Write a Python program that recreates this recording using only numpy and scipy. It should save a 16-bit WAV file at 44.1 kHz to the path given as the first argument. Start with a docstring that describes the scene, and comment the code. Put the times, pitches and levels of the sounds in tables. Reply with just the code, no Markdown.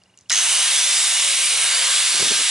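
"""An angle grinder with no disc is held over a workbench, close to a microphone. The motor runs up and its
speed swings slowly. Fan air and gear chatter, made from noise and random hits, rush through the casing.
Shaft, gear and fan tones follow the speed, and the brushes squeal in time with the mains.
The switch ticks and snaps on before the run; as the tool is turned, its vents puff air at the microphone.
Behind it lie quiet workshop air, a low hum and faint electrical chirps."""
import sys
import numpy as np
from scipy import signal
from scipy.fft import rfft, irfft, next_fast_len
from scipy.io import wavfile
from scipy.ndimage import uniform_filter1d

SR = 44100
rng = np.random.default_rng(int(sys.argv[2]) if len(sys.argv) > 2 else 0)


def wrap_up_sound(samples):
    """Save the sound to the file named by the first command line argument, as 16-bit audio."""
    columns = np.atleast_2d(samples).T
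    # keep every value between -1 and 1, then stretch to whole-number steps
    tamed = np.clip(columns, -1, 1)
    steps = np.round(tamed * 32767).astype(np.int16)
    wavfile.write(sys.argv[1], SR, steps)


N = 110250
TIME = np.arange(N) / SR  # seconds

# Switch closing, then power pulsing with the mains
ON_S, PULSE_HZ, PULSE_PEAK_S = 0.3035, 101, .3275
# Extra pulsing of the rush at the start, its fading time, and the pulsing that stays
SURGE_DEPTH, SURGE_S, RUN_DEPTH = 0.74, 0.044, 0.023

# Rush colour with the top of the tool facing the microphone [f/Hz, relative level/dB per Hz]
RUSH_TOP = [(24, -70), (40, -38), (212, -41), (364, -24.5), (400, -27), (543, -16.5), (911, -12.5),
            (1210, -12), (1420, -9), (1880, -8), (2170, -6), (3240, -2.5), (3850, -3), (4400, -6),
            (5500, -4), (6650, -6), (7200, -4.5), (9550, -4.5), (10150, -6), (10900, -9), (14300, -81)]
# Rush colour with the vents facing the microphone [f/Hz, relative level/dB per Hz]
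RUSH_VENTS = [(24, -66), (40, -32), (217, -39), (382, -29.5), (543, -17), (810, -18), (978, -14),
              (1460, -11), (1560, -7.5), (1930, -9), (2170, -5.5), (2880, -3.5), (3480, -2), (4300, -2.5),
              (5000, -3.5), (6650, -5), (7400, -1.8), (8500, -5), (9550, -3), (10100, -5), (10900, -9),
              (14300, -52)]
TURN_FROM_S, TURN_TO_S = 1.66, 1.67
# Rush loudness in four bands [t/s, low level/dB, middle level/dB, treble level/dB, top level/dB]
RUSH_LEVELS = [(0.31, -15.5, -27, -24, -35), (.318, -22, -27, -14.5, -24), (.34, -24, -22, -19, -22.5),
               (.37, -22, -17.5, -20, -20), (.44, -21, -20, -21, -17), (.6, -20, -19.5, -19.5, -17),
               (1.0, -21, -20.5, -17.5, -17.5), (1.2, -22.5, -20, -19, -17.5), (1.45, -25, -19.5, -21, -17),
               (1.65, -18, -19.5, -21, -17.5), (1.82, -15.5, -19, -19.5, -17.5),
               (2.0, -18, -18, -19.5, -16.5), (2.25, -17, -20, -18.5, -18.5),
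               (2.48, -18.5, -17.5, -20, -17.5)]
# Centres of those four bands [f/Hz]
BAND_HZ = [1000, 3200, 5800, 9000]
# Thinning of the rush in the bass [f/Hz, gain/dB]
RUSH_LOW_CUT = [(100, -11), (250, 1.5), (420, -3), (520, -4.5), (700, 0), (11000, 0)]
# Gear hits: rate, average extra strength, share of the rush power
CHATTER_PER_S, CHATTER_SPREAD_DB, CHATTER_SHARE = 4000, 3, 0.25
FLUTTER_DB, PATCHES_DB = 0.11, 0.87  # rms unsteadiness of the rush: overall, and in patches of colour
# Casing resonances [f/Hz, width/Hz, average level/dB]
CASING = [(700, 19, -57.5), (995, 16, -54.5), (1114, 21, -50.5), (1211.5, 38, -50.5), (1323, 23, -62),
          (1610, 30, -49.5), (2010, 60, -44.5), (2206, 51, -41.5), (2800, 60, -40), (2902, 57, -40),
          (3130, 67, -47), (3665, 71, -41), (3890, 50, -40.5), (4105, 80, -40.5), (4630, 39, -44.5)]
CASING_SWING_DB, CASING_SWING_HZ = 2.5, 4
# Bands of the rush that swell briefly at their own pitches
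# [middle t/s, length/s, f/Hz, width/Hz, peak level/dB]
SWELLS = [(0.325, 0.032, 1950, 300, -28), (0.38, 0.042, 3820, 250, -37), (0.49, 0.32, 2960, 352, -29),
          (.56, .1, 6150, 250, -35), (0.61, 0.26, 9320, 600, -29), (0.73, 0.17, 3670, 400, -29),
          (0.822, .08, 6040, 400, -28.5), (.95, .1, 4880, 350, -30), (0.997, .12, 7200, 250, -32),
          (1.07, 0.25, 9830, 400, -36), (1.457, 0.45, 2340, 350, -32), (1.48, 0.18, 9470, 250, -30),
          (1.618, 0.12, 9250, 250, -25.5), (1.77, .11, 4590, 300, -29.5), (1.902, .2, 2980, 252, -36),
          (1.92, 0.28, 3550, 250, -34.5), (1.97, 0.16, 3900, 302, -31), (2.299, 0.038, 3660, 300, -25.5),
          (2.3, .2, 5700, 500, -34)]

# Motor speed [t/s, turns per second/Hz]
SPEED = [(.33, 330), (.42, 420), (.5, 470), (.6, 514), (.66, 538), (.73, 561), (.85, 587), (.95, 603),
         (1.06, 616), (1.2, 580), (1.38, 536), (1.52, 499), (1.63, 480), (1.8, 510), (1.95, 565),
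         (2.1, 596), (2.3, 624), (2.5, 626)]
# Overtones of shaft and gears [multiple of the speed, level/dB]
OVERTONES = [(2, -51.5), (3, -48), (4, -52.5), (9, -42), (12, -41)]
# Shaft and fan tones as the tool turns [t/s, shaft level/dB, fan level/dB]
TONE_LEVELS = [(.35, -70, -48), (.55, -55, -43), (.66, -53, -38), (.74, -50, -35.5), (.82, -56, -33),
               (1.07, -55, -32), (1.17, -55, -36), (1.28, -51, -42), (1.38, -52, -43), (1.44, -58, -44),
               (1.52, -53, -44), (1.66, -60, -43), (1.78, -52, -38), (1.86, -54, -37), (1.95, -50, -35),
               (2.1, -56, -37), (2.5, -60, -42)]
SHAFT_JITTER, OVERTONE_ROUGHNESS = 0.0043, 1  # rms share of the speed, rms share of the tone
# Fan: multiple of the speed, width of its noisy tone, strength of its clean tone next to it
FAN_ORDER, FAN_WIDTH_HZ, FAN_STEADY = 6, 80, .7
# Air swirling round the rotor, just above its turning rate; the level holds at the reference speed
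SWIRL_DB, SWIRL_RATIO, SWIRL_WIDTH_HZ, SWIRL_REFERENCE_HZ = -56.5, 1.17, 140, 563
RUMBLE_DB, RUMBLE_HZ, RUMBLE_WIDTH_HZ = -74, 35, 57  # rumble of the running motor

# Brush squeal [t/s, level/dB]
SQUEAL = [(.305, -40), (.33, -19), (.35, -27), (.385, -21), (.41, -29), (.47, -32), (.6, -31), (.9, -44)]
# Starting pitch, how far it sags, how quickly, and its rms pitch wobble
SQUEAL_HZ, SQUEAL_SAG_HZ, SQUEAL_SAG_S, SQUEAL_WOBBLE_HZ = 6544, 395, 0.076, 73.4

# Switch ticks and snaps [start t/s, level/dB, ring f/Hz, decay/s]
KNOCKS = [(0.036, -51, 3800, 0.001), (0.1746, -43.5, 6400, 0.0015), (0.1877, -44.5, 6000, 0.0017),
          (.2008, -55, 2060, 0.002), (.2094, -46, 6200, 0.0016), (0.2902, -46, 6600, 0.0016),
          (0.2947, -35, 4000, 0.004), (0.2975, -16, 3500, 0.0012), (0.3026, -17.5, 6800, 0.00088),
          (0.3032, -20.5, 1640, 0.0013)]
# Colour of the noisy crack [f/Hz, relative level/dB]
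KNOCK_COLOUR = [(100, -26), (1000, -17), (3000, -2), (5000, 6), (7000, 2), (11000, -7)]
# Thinning of the knocks in the bass [f/Hz, gain/dB]
KNOCK_LOW_CUT = [(150, -30), (400, -16), (1000, -9.5), (11000, 2)]
# Ring strength next to the crack, rms pitch wobble, rise time
KNOCK_RING, KNOCK_WOBBLE_HZ, KNOCK_RISE_S = 1.2, 613, .0009

# Vent air buffeting the microphone [middle t/s, length/s, level/dB]
PUFFS = [(2.16, 0.042, -40.5), (2.206, 0.018, -30), (2.227, 0.014, -28), (2.264, 0.034, -35),
         (2.315, 0.02, -29.5), (2.344, 0.044, -43), (2.407, 0.037, -39.5)]
# Colour of the puffs [f/Hz, relative level/dB]
PUFF_COLOUR = [(30, -36), (70, -21), (130, -8.5), (250, -4.5), (450, -0.5), (650, -8.5), (1200, -12),
               (4000, -62)]
# How alike left and right are in a puff [f/Hz, likeness from 0 to 1]
PUFF_LIKENESS = [(60, 0.86), (140, .7), (260, .1), (700, 0.16)]

# Colour of the quiet workshop air [f/Hz, relative level/dB per Hz]
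FLOOR = [(30, -30), (70, -6.5), (105, -4), (150, -15.5), (190, -9.5), (300, -10.5), (660, -11.5),
         (1400, -15), (2500, -15.5), (5000, -20), (11000, -24)]
FLOOR_DB = -62.5
# Hum tones [f/Hz]
HUM_HZ = [113, 184]
# Hum tones before the switch closes [level/dB]
HUM_DB = [-72, -70]
HUM_FADE_DB = -5  # change once the switch is on
# Faint electrical chirps [middle t/s, level/dB]
CHIRPS = [(0.02, -56.5), (.060, -57), (.100, -58), (.141, -56), (.181, -57), (.261, -58)]
CHIRP_HZ, CHIRP_S = 2840, 0.012
# The grip shifts on the body with a soft bump
GRIP_S, GRIP_LENGTH_S, GRIP_HZ, GRIP_DB = 0.233, .04, 110, -61
# The thumb rubs on the switch
RUB_S, RUB_LENGTH_S, RUB_DB = 0.22, .04, -65

# How alike left and right are elsewhere [f/Hz, likeness from 0 to 1]
LIKENESS = [(60, 0.97), (270, 1), (570, 0.79), (1200, 0.94), (2550, 1), (5400, 0.95), (9000, 0.96),
            (11400, 1)]
ROOM_DB, ROOM_T60 = -11.5, 0.29  # T60 in seconds: the time to fall by 60 dB
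LAG_S, LEFT_DB, RIGHT_DB, EDGE_HZ = .00002, -0.23, .5, 11090


def amp(db):
    """Turns decibels into a gain."""
    return 10 ** (np.asarray(db) / 20)


def unit(x):
    """Scales to rms 1."""
    return x / np.sqrt(np.mean(x ** 2) + 1e-20)


def read(points, hz):
    """Reads a curve between its points on a log-frequency axis."""
    f, value = np.transpose(points)
    return np.interp(np.log(hz + 1), np.log(f + 1), value)


def filtered(x, gain):
    """Applies a gain that is a function of frequency."""
    size = next_fast_len(N + 8192)
    return irfft(rfft(x, size) * gain(np.fft.rfftfreq(size, 1 / SR)), size)[..., :N]


def coloured(x, points):
    """Gives white noise a colour below the band edge, keeping its power."""
    return filtered(x, lambda hz: unit(amp(read(points, hz)) * (hz < EDGE_HZ)))


def wander(rate_hz):
    """Random wandering of rms 1; a higher rate makes it quicker."""
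    return unit(filtered(rng.standard_normal(N), lambda hz: np.exp(-(hz / rate_hz) ** 2)))


def resonate(x, hz, width_hz):
    """A fixed or moving resonance of rms 1: shift down to zero, smooth twice, shift back."""
    turn = np.exp(2j * np.pi * np.cumsum(hz * np.ones(x.shape[-1])) / SR)
    r = np.exp(-np.pi * width_hz / SR)
    smooth = signal.lfilter([(1 - r) ** 2], [1, -2 * r, r * r], x * turn.conj())
    return unit((turn * smooth).real)


def pair(two, likeness=LIKENESS):
    """Mixes two unrelated signals into a partly alike left and right."""
    angle = lambda hz: np.arccos(np.clip(read(likeness, hz), 0, 1)) / 2
    mid = filtered(two[0], lambda hz: np.cos(angle(hz)))
    side = filtered(two[1], lambda hz: np.sin(angle(hz)))
    return np.array([mid + side, mid - side])


def noise_pair():
    """White noise for left and right, partly alike."""
    return pair(rng.standard_normal((2, N)))


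def bump(centre_s, length_s):
    """A smooth swell that is length_s wide at half height."""
    return np.cos(np.pi / 2 * np.clip((TIME - centre_s) / length_s, -1, 1)) ** 2


def power(depth):
    """Off until the switch closes, then pulsing with the mains."""
    switched_on = np.clip((TIME - ON_S) / 0.0023, 0, 1)
    return switched_on * (1 + depth * np.cos(2 * np.pi * PULSE_HZ * (TIME - PULSE_PEAK_S)))


def rush():
    """Fan turbulence and chattering gear teeth, pulsing most at the start, coloured and rung by the casing."""
    strength = amp(CHATTER_SPREAD_DB * np.minimum(rng.exponential(1, (2, N)), 4))
    hits = (rng.random((2, N)) < CHATTER_PER_S / SR) * strength
    chatter = unit(hits * rng.choice([-1, 1], (2, N)))
    turbulence = rng.standard_normal((2, N))
    mixed = np.sqrt(CHATTER_SHARE) * chatter + np.sqrt(1 - CHATTER_SHARE) * turbulence

    surge = RUN_DEPTH + SURGE_DEPTH * np.exp(-np.maximum(TIME - ON_S, 0) / SURGE_S)
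    effort = power(surge) * amp(FLUTTER_DB * wander(rate_hz=39))
    drive = effort * pair(mixed)
    turned = np.interp(TIME, [TURN_FROM_S, TURN_TO_S], [0, 1])
    facing = (1 - turned) * coloured(drive, RUSH_TOP) + turned * coloured(drive, RUSH_VENTS)

    s, *levels = np.transpose(RUSH_LEVELS)
    air = 0
    for db, band in zip(levels, np.eye(len(BAND_HZ))):  # overlapping bands that add up to the whole
        shape = lambda hz: amp(read(RUSH_LOW_CUT, hz)) * np.interp(hz, BAND_HZ, band)
        air += amp(np.interp(TIME, s, db)) * filtered(facing, shape)

    shaking = effort * noise_pair()
    rings = sum(amp(db + CASING_SWING_DB * wander(CASING_SWING_HZ)) * resonate(shaking, hz, width)
                for hz, width, db in CASING)
    draught = effort * noise_pair()
    swells = sum(amp(db) * bump(s, length) * resonate(draught, hz, width)
                 for s, length, hz, width, db in SWELLS)
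    return patchy(air) + rings + swells


def patchy(x):
    """The rush's colour shifts in random patches of time and pitch."""
    z = signal.stft(x, nperseg=256, noverlap=192)[2]
    patches = rng.standard_normal(z.shape[1:])
    patches = uniform_filter1d(patches, size=2, axis=0)  # over pitch
    patches = unit(uniform_filter1d(patches, size=90, axis=1))  # over time
    return signal.istft(z * amp(PATCHES_DB * patches), nperseg=256, noverlap=192)[1][:, :N]


def whine():
    """Shaft, gear and fan tones follow the speed; air swirls round the rotor and the motor rumbles."""
    speed = np.interp(TIME, *np.transpose(SPEED))
    s, shaft_db, fan_db = np.transpose(TONE_LEVELS)
    turns = np.cumsum(speed * (1 + SHAFT_JITTER * wander(rate_hz=57.0))) / SR

    def tone(order, rough):
        """One tone at a multiple of the speed, with unsteady loudness."""
        wave = np.cos(2 * np.pi * (order * turns + rng.random()))
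        return unit(wave * (1 + rough * wander(rate_hz=21)))

    shaft = sum(amp(db) * tone(order, OVERTONE_ROUGHNESS) for order, db in OVERTONES)
    shaft = shaft + tone(1, rough=0.98) * amp(np.interp(TIME, s, shaft_db))
    noisy_fan = resonate(rng.standard_normal(N), FAN_ORDER * speed, FAN_WIDTH_HZ)
    fan = noisy_fan + FAN_STEADY * tone(FAN_ORDER, rough=0.58)
    fan = fan * amp(np.interp(TIME, s, fan_db))
    swirl = pair(resonate(rng.standard_normal((2, N)), SWIRL_RATIO * speed, SWIRL_WIDTH_HZ))
    swirl = amp(SWIRL_DB) * swirl * (speed / SWIRL_REFERENCE_HZ) ** 2
    rumble = amp(RUMBLE_DB) * resonate(rng.standard_normal(N), RUMBLE_HZ, RUMBLE_WIDTH_HZ)
    return (shaft + fan + swirl + rumble) * power(0)


def squeal():
    """The brushes squeal under the starting current, sagging in pitch as they fade."""
    sag = 1 - np.exp(-np.maximum(TIME - ON_S, 0) / SQUEAL_SAG_S)
    hz = SQUEAL_HZ - SQUEAL_SAG_HZ * sag + SQUEAL_WOBBLE_HZ * wander(rate_hz=175)
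    tone = np.sqrt(2) * np.sin(2 * np.pi * np.cumsum(hz) / SR)
    return tone * amp(np.interp(TIME, *np.transpose(SQUEAL))) * power(depth=0.74)


def knocks():
    """The slide switch ticks under the thumb, then snaps home: a noisy crack and a ring that die away."""
    out = np.zeros((2, N))
    crack = coloured(noise_pair(), KNOCK_COLOUR)
    wobble = KNOCK_WOBBLE_HZ * wander(rate_hz=1600)
    for s, db, hz, decay in KNOCKS:
        age = np.maximum(TIME - s, 0)
        ring = np.sqrt(2) * np.sin(2 * np.pi * np.cumsum(hz + wobble) / SR)
        rise = np.minimum(age / KNOCK_RISE_S, 1)
        fall = np.exp(-np.maximum(age - KNOCK_RISE_S, 0) / decay)
        out += amp(db) * rise * fall * (crack + KNOCK_RING * ring)
    return filtered(out, lambda hz: amp(read(KNOCK_LOW_CUT, hz)))


def puffs():
    """Cooling air hits the microphone ports: together in the bass, separately above."""
    gust = coloured(pair(rng.standard_normal((2, N)), PUFF_LIKENESS), PUFF_COLOUR)
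    return gust * sum(amp(db) * bump(s, length) for s, length, db in PUFFS)


def room(x):
    """A short tail of sparse, fading reflections from bench and walls."""
    t = np.arange(SR // 3) / SR
    sparse = rng.random((2, len(t))) < 2000 / SR  # about 2000 reflections a second
    taps = rng.standard_normal((2, len(t))) * sparse * (t > .003) * amp(-60 * t / ROOM_T60)
    taps = taps / np.linalg.norm(taps, axis=1, keepdims=True)
    return signal.fftconvolve(x, taps, axes=1)[:, :N]


def background():
    """Quiet workshop air, a hum that drops at switch-on, the shifting grip, the thumb and faint chirps."""
    air = amp(FLOOR_DB) * coloured(noise_pair(), FLOOR)
    hum = sum(amp(db) * unit(np.sin(2 * np.pi * hz * TIME) * (1 + 0.33 * wander(rate_hz=31)))
              for hz, db in zip(HUM_HZ, HUM_DB))
    hum = hum * amp(HUM_FADE_DB * power(0))
    grip = resonate(rng.standard_normal(N), GRIP_HZ, width_hz=51)
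    grip = amp(GRIP_DB) * grip * bump(GRIP_S, GRIP_LENGTH_S)
    rub = amp(RUB_DB) * coloured(rng.standard_normal(N), KNOCK_COLOUR) * bump(RUB_S, RUB_LENGTH_S)
    chirp_swells = sum(amp(db) * bump(s, CHIRP_S / 2) for s, db in CHIRPS)
    chirps = np.sqrt(2) * np.sin(2 * np.pi * CHIRP_HZ * TIME) * chirp_swells
    return air + hum + grip + rub + chirps


def scene():
    """The grinder in its room, with the air it blows and the background."""
    tool = rush() + whine() + squeal() + knocks()
    return tool + amp(ROOM_DB) * room(tool) + puffs() + background()


def record(dry):
    """The left port hears a little later and softer; then the treble is cut above the band edge."""
    left = amp(LEFT_DB) * filtered(dry[0], lambda hz: np.exp(-2j * np.pi * hz * LAG_S))
    right = amp(RIGHT_DB) * dry[1]
    low_pass = signal.firwin(801, EDGE_HZ, window=("kaiser", 9), fs=SR)
    return signal.oaconvolve(np.array([left, right]), low_pass[None], "same")


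dry = scene()
out = record(dry)
wrap_up_sound(out)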